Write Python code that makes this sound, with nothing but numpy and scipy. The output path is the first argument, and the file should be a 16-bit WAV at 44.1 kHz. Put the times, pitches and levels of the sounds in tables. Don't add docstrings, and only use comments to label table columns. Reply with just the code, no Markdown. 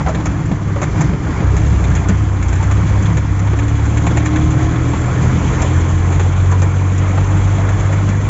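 import sys
import numpy as np
from scipy import signal
from scipy.fft import rfft, irfft
from scipy.io import wavfile
from scipy.ndimage import uniform_filter1d

SR = 44100
rng = np.random.default_rng(int(sys.argv[2]) if len(sys.argv) > 2 else 0)


def generate_wav(sig):
    pcm = np.round(np.clip(np.atleast_2d(sig).T, -1, 1) * 32767).astype(np.int16)
    wavfile.write(sys.argv[1], SR, pcm)


def ratio_of_db(decibels):
    return 10 ** (np.asarray(decibels, float) / 20)


N = 365588
TIME = np.arange(N) / SR


def read(points, hz):
    f, value = np.transpose(points)
    return np.interp(np.log(hz + 1), np.log(f + 1), value)


def curves(rows, t):
    s, *columns = np.transpose(rows)
    return [np.interp(t, s, c) for c in columns]


def evened(x):
    return x / np.sqrt(np.mean(x ** 2) + 1e-20)


def add(mix, start_s, sound):
    part = mix[round(start_s * SR):][:len(sound)]
    part += sound[:len(part)]


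def mode(x, hz, width_hz):
    return evened(signal.lfilter(*signal.iirpeak(hz, hz / width_hz, fs=SR), x))


def resonate(x, hz, width_hz):
    turn = np.exp(2j * np.pi * np.cumsum(hz * np.ones(len(x))) / SR)
    r = np.exp(-np.pi * width_hz / SR)
    smooth = signal.lfilter([1 - r], [1, -r], x / turn)
    return 2 * (turn * smooth).real


def band(x, lo_hz, hi_hz):
    return signal.sosfilt(signal.butter(2, [lo_hz, hi_hz], "bandpass", fs=SR, output="sos"), x)


def wander(seconds):
    size = round(seconds * SR)
    smooth = uniform_filter1d(rng.standard_normal(N), size)
    return evened(uniform_filter1d(smooth, size))


STONES = wander(0.01)


def patchy_noise(spectrum, size, patchy_db, flicker_db):
    hop = size // 4
    frames, hz = N // hop + 5, np.fft.rfftfreq(size, 1 / SR)
    a, b, patches = rng.standard_normal((frames, len(hz), 3)).T
    patches = uniform_filter1d(patches, 6, 0)
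    patches = evened(uniform_filter1d(patches, 12, 1))
    z = (a + 1j * b) * ratio_of_db(read(spectrum, hz)[:, None] + patchy_db * patches)
    noise = signal.istft(z, nperseg=size, noverlap=size - hop)[1][:N]
    return evened(noise * ratio_of_db(flicker_db * STONES))


# freq_hz, level_db
ROAR = [(150, -38.5), (330, -0.5), (420, 0), (600, -4.5), (1070, -3), (1500, -7), (2300, -11),
        (2900, -26.5), (4500, -47)]


def clatter(count, per_s, spread_db, width_hz):
    out = np.zeros(N)
    for hz in np.geomspace(430, 4300, count) * rng.uniform(0.95, 1.04, count):
        tap_db = spread_db * np.minimum(rng.exponential(1, N), 3)
        taps = (rng.random(N) < per_s / SR) * ratio_of_db(tap_db)
        out += mode(taps, hz, width_hz) * ratio_of_db(read(ROAR, hz))
    return evened(out * ratio_of_db(2.1 * STONES))


# time_s, roughness_db
ROAD = [(0.0, -3), (0.2, -3.5), (0.66, -5), (1.03, 0.5), (1.17, -5.5), (1.4, 0.5), (2.0, -1), (2.26, -3.5),
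        (2.6, -2), (3.1, 0), (3.27, -3), (4.2, 0), (5.2, 0.5), (5.54, 3.5), (5.84, 0.5), (6.88, -1.5),
        (7.4, 1), (8.29, -1)]
# freq_hz, level_db
DRUMMING = [(15, -35), (28, -11.5), (50, 3), (100, -3), (165, -1.5), (235, -15), (300, -7), (360, -19.5),
            (600, -37)]
# freq_hz, level_db
HISS = [(1200, -38.5), (2400, 4), (2850, 1), (3500, 2), (4100, 0.5), (4850, -12.5), (5800, -0.5), (6500, 4),
        (7500, 3)]


def road():
    (rough_db,), (load_db,) = curves(ROAD, TIME), curves(LOAD, TIME)
    drum_db = -17 + 0.94 * rough_db + 0.92 * wander(0.092)
    drum_db -= 0.29 * np.maximum(load_db, -12)
    drum_db -= 1.5 / (1 + np.exp((5.7 - TIME) / 0.15))
    roar_db = -27.5 + rough_db + 0.98 * wander(0.066)
    hiss_db = -27 + 0.95 * rough_db + 0.76 * uniform_filter1d(load_db, size=9000)
    drumming = patchy_noise(DRUMMING, size=4096, patchy_db=1.7, flicker_db=0.57)
    roar = patchy_noise(ROAR, size=512, patchy_db=1.76, flicker_db=-0.2)
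    loose = ratio_of_db(-11.5) * clatter(count=14, per_s=10, spread_db=0.5, width_hz=16)
    hiss = patchy_noise(HISS, size=256, patchy_db=2.0, flicker_db=1.17)
    return ratio_of_db(drum_db) * drumming + ratio_of_db(roar_db) * (roar + loose) + ratio_of_db(hiss_db) * hiss


# time_s, pitch_hz, level_db
WHINE = [
    (4.2, 6820, -67.5),
    (4.55, 6790, -61),
    (4.75, 7100, -62),
    (4.9, 7380, -38.5),
    (5.1, 7260, -40),
    (5.3, 7550, -67.5),
]


def whine():
    hz, level_db = curves(WHINE, TIME)
    whistle = resonate(rng.standard_normal(N), hz, 150)
    return ratio_of_db(level_db) * evened(resonate(whistle, hz, 150))


def blows(rows, spread, offset_db, t60_s):
    out, t = np.zeros(N), np.arange(8000) / SR
    for start_s, level_db, pitch_hz in rows:
        burst = mode(rng.standard_normal(len(t)), pitch_hz, spread * pitch_hz)
        ring = 0.95 * np.sin(2 * np.pi * pitch_hz * t) + 0.62 * burst
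        attack = np.clip(t / 0.0035, 0, 1)
        add(out, start_s, ratio_of_db(level_db + offset_db - 60 * t / t60_s) * attack * ring)
    return out


# start_s, level_db, pitch_hz
KNOCKS = [(0.061, -4.5, 757), (0.089, -5.5, 637), (0.266, -13, 1287), (0.289, -24, 960), (0.7, -14, 398),
          (0.759, -9, 562), (0.979, -7.5, 392), (1.539, -9.5, 407), (2.092, -11.5, 433),
          (2.599, -11.5, 903), (2.71, -11.5, 1168), (3.089, -18.5, 485), (3.531, -7, 365), (4.933, -8, 905),
          (5.078, -11.5, 702), (5.395, -20, 978.8), (5.645, -9, 558), (5.87, -16.5, 504), (6.199, -11, 377),
          (6.52, -8, 990), (6.62, -18.5, 490), (7.177, -12, 726), (7.241, -17.5, 1025), (7.579, -9.5, 672),
          (7.898, -13.5, 557), (8.083, -14.5, 349)]


def knocks():
    return blows(KNOCKS, spread=0.6, offset_db=-9.0, t60_s=0.12)


# start_s, level_db, pitch_hz
THUMPS = [(0.146, -3, 177), (0.285, -5.5, 188), (0.512, -4, 180.5), (0.672, -6, 165), (0.82, -7, 167),
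          (0.944, -5, 160), (0.992, -2, 148), (1.089, -1.5, 177), (1.13, -1.5, 164), (1.402, -0.5, 165.5),
          (1.72, -2, 150), (2.092, 2, 193), (2.833, -7, 159), (4.11, -4.5, 312), (4.162, -5.5, 315),
          (4.264, -8, 179), (4.932, -7, 186.9), (5.417, -22, 151), (5.618, -10, 182), (8.083, 0.5, 188.4)]


def thumps():
    return blows(THUMPS, spread=0.22, offset_db=-7, t60_s=0.13)


# freq_hz, width_hz, level_db
TRIM = [(1787, 130, 1.5), (2160, 230, -1), (2460, 83, -7), (1483, 140, 0)]
# start_s, level_db, low_db, middle_db
RATTLES = [(0.0832, -19, 10, -9), (0.256, -15, 5, -2.5), (0.815, -17, 10, -0.5), (0.829, -15.5, 8, 1),
           (1.0064, -13.5, 5.5, -4), (1.565, -18, 6, -1), (1.9503, -15, -7, -3), (1.9653, -25.5, -3, 8.5),
           (2.0847, -14.5, -1, 0), (2.424, -19.5, -11, -2), (2.482, -20.5, -23, -12),
           (2.5271, -20.5, 9, 2.5), (2.6262, -21, 10, -3.5), (2.71, -19, -8, 2.5), (3.0226, -22.5, -6, 0),
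           (3.1683, -18, 3, 1.5), (3.5874, -20, 1, 2), (3.97, -18, -14, 3), (4.065, -16, 10, 2.5),
           (4.17, -15, 7, 3), (4.2573, -15, -16, 1.5), (4.3577, -20, -4.5, 4.5), (5.6164, -12.5, -6, -5),
           (6.1214, -20, 9, -1), (6.1953, -19.5, 10, 5), (6.618, -16.5, 10, -1.5), (6.9772, -21, -14, -14),
           (7.689, -25.5, 9, -1), (7.925, -21.5, 11.5, 1.5), (8.0877, -21.5, -1, -1)]
# start_s, level_db, low_db
FLAPS = [(0.0024, -31, 24.5), (0.0703, -30, 25), (0.146, -20, 3), (0.201, -26.5, 2), (0.5136, -25, 11.5),
         (1.3824, -34, 6), (1.8396, -20, 8.5), (3.055, -20, -11), (3.472, -24.5, 10.5), (4.105, -24.5, -3),
         (6.022, -35.5, -2), (7.1743, -23.5, 15.5), (4.757, -26, -6), (7.687, -23, -12)]
# start_s, level_db
MORE_RATTLES = [(0.455, -27), (0.975, -26.5), (2.171, -27), (2.553, -22), (3.3913, -23), (3.68, -22), (3.712, -33),
                (3.852, -24), (4.5053, -21.5), (4.6008, -33), (6.5127, -22), (7.797, -24)]


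def rattles():
    out, t = np.zeros(N), np.arange(3000) / SR
    trim_hz, flap_hz = 6850, 3440
    rows = [(*row, trim_hz) for row in RATTLES]
    rows += [(*row, 0, flap_hz) for row in FLAPS]
    rows += [(*row, -11, -1.5, trim_hz) for row in MORE_RATTLES]
    attack = np.clip(t / 0.0022, 0, 1)
    decay_db = -60 * np.maximum(t - 0.014, 0) / 0.053 - 150 * t
    first_contact = 1 + 0.6 * np.exp(-t / 0.0038)
    shape = attack * ratio_of_db(decay_db) * first_contact
    for start_s, level_db, low_db, middle_db, ring_hz in rows:
        white, grain = rng.standard_normal((2, len(t)))
        hz = ring_hz * (1 + 0.042 * rng.uniform(-1, 1))
        chatter = white * ratio_of_db(0.38 * evened(uniform_filter1d(grain, 60)))
        high = 0.46 * evened(band(chatter, 3000, 4090)) + 1.05 * evened(band(chatter, 4800, 9000))
        high += 0.69 * mode(chatter, hz, 850)
        rings = evened(sum(ratio_of_db(db) * mode(chatter, f, width_hz) for f, width_hz, db in TRIM))
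        middle = 0.21 * evened(band(chatter, 1400, 3500)) + 0.66 * rings
        low = evened(band(chatter, 450, 1400))
        contact = high + ratio_of_db(middle_db + 5.5) * middle + ratio_of_db(low_db - 3.0) * low
        add(out, start_s, ratio_of_db(level_db - 11.5) * shape * contact)
    return out


# freq_hz, width_hz, level_db
PANELS = [(520, 40, -4), (705, 28, 0), (1065, 45, 2), (1285, 40, -6), (3290, 110, -11)]


def panels(angle):
    firing = np.diff(np.floor(angle / (2 * np.pi)), prepend=0)
    shake = evened(firing) + 0.66 * rng.standard_normal(N)
    return evened(sum(ratio_of_db(db) * mode(shake, f, width_hz) for f, width_hz, db in PANELS))


# time_s, firing_pattern_hz
SPEED = [(0.0, 35.6), (0.39, 35.3), (1.38, 30.2), (1.7, 36.0), (1.96, 28.4), (2.22, 34.3), (2.47, 29.4),
         (2.79, 34.3), (2.98, 33.0), (3.19, 35.27), (3.37, 32.3), (3.6, 35.9), (3.88, 35.9), (4.08, 37.3),
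         (5.29, 41.9), (6.7, 46.84), (7.11, 47.5), (8.29, 50.4)]
# time_s, load_db
LOAD = [(0.0, -17), (0.75, -9), (1.15, -15), (1.4, -20.5), (1.44, -2.5), (2.1, -2.5), (2.3, -3.5),
        (2.6, -1.5), (3.0, -1), (3.3, -4), (3.88, 0.5), (4.1, -1), (4.6, 0.5), (5.05, -2), (5.75, 2),
        (6.0, -1.5), (6.27, 1), (8.29, -1)]
# freq_hz, level_db
SECOND = [(57, -17), (64, -20.5), (71, -17), (85.8, -21), (87.2, -14), (91, -12.5), (101, -14.5)]
# freq_hz, level_db
THIRD = [(88, -14.5), (100, -13), (115, -18), (126, -18), (132, -24), (150, -25)]
# order_multiple, level_db
WEAK_ORDERS = [(1, 1.5), (4, -4), (5, -8), (6, -19.5), (7, -14), (8, -11.5), (9, -19.5), (10, -16)]
# freq_hz, level_db
CABIN = [(30, 3), (42, 2), (49, 5), (125, 10), (150, -1.5), (200, -1.5), (240, -17.5), (285, 10),
         (308, 12.5), (335, -2.5), (450, -1)]


def engine():
    (hz,), (foot_db,) = curves(SPEED, TIME), curves(LOAD, TIME)
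    hz = uniform_filter1d(hz, size=1800)
    angle = 2 * np.pi * np.cumsum(hz * (1 + 0.0021 * wander(0.032))) / SR

    lumps_db = 1.08 + 0.34 * np.maximum(-foot_db - 6, 0)
    bite_s, bite_fade_s = 1.42, 0.74
    bite_db = 8 * (TIME > bite_s) * np.exp(-np.abs(TIME - bite_s) / bite_fade_s)
    second_db = foot_db + read(SECOND, 2 * hz) + lumps_db * wander(0.037) + bite_db + 4.5
    third_db = foot_db + read(THIRD, 3 * hz) + lumps_db * wander(0.053) + 4.0
    out = ratio_of_db(second_db) * np.cos(2 * angle) + ratio_of_db(third_db) * np.cos(3 * angle + 3.1)

    rasp_hz, rasp_width_hz = 39.06, 3.4
    rasp_db = -31.5 + 0.52 * foot_db + 7 * np.exp(-((hz - rasp_hz) / rasp_width_hz) ** 2)
    boom_db = 10 * np.log10(uniform_filter1d(out ** 2, size=9000) + 1e-9)
    low_drive_db = 0.52 * boom_db - 19.5
    high_drive_db = uniform_filter1d(rasp_db, size=5000) + 5.0
    unsteady = wander(0.17)
    for k, db in WEAK_ORDERS:
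        drive_db = low_drive_db if k < 6 else high_drive_db
        level_db = drive_db + db + read(CABIN, k * hz) + 1.4 * np.roll(unsteady, rng.integers(N))
        out += ratio_of_db(level_db) * np.cos(k * angle + rng.uniform(0, 2 * np.pi))
    return out + ratio_of_db(uniform_filter1d(rasp_db, size=20000) - 7.5) * panels(angle)


def scene():
    return (road() + whine() + knocks() + thumps() + rattles() + engine())[None]


def band_limit(x):
    return signal.sosfilt(signal.butter(12, 8880, fs=SR, output="sos"), x)


# edge_hz, step_above_db
SHELVES = [(2430, -3.5), (3540, -5), (5850, 4)]


def record(dry):
    limited = 1.303 * np.tanh(dry / 1.325)
    hz = np.fft.rfftfreq(N, 1 / SR)
    colour_db = sum(db / (1 + np.exp(np.clip((edge_hz - hz) / 12, -50, 50))) for edge_hz, db in SHELVES)
    colour_db = colour_db - 20 * np.log10(1 + (38 / (hz + 1)) ** 3)
    colour_db = colour_db - np.clip((hz - 7545) * 0.8, 0, 42)
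    colour_db = colour_db - np.clip((hz - 7700) * 0.09, 0, 70)
    return band_limit(irfft(rfft(limited) * ratio_of_db(colour_db), N))


dry = scene()
out = record(dry)
generate_wav(out)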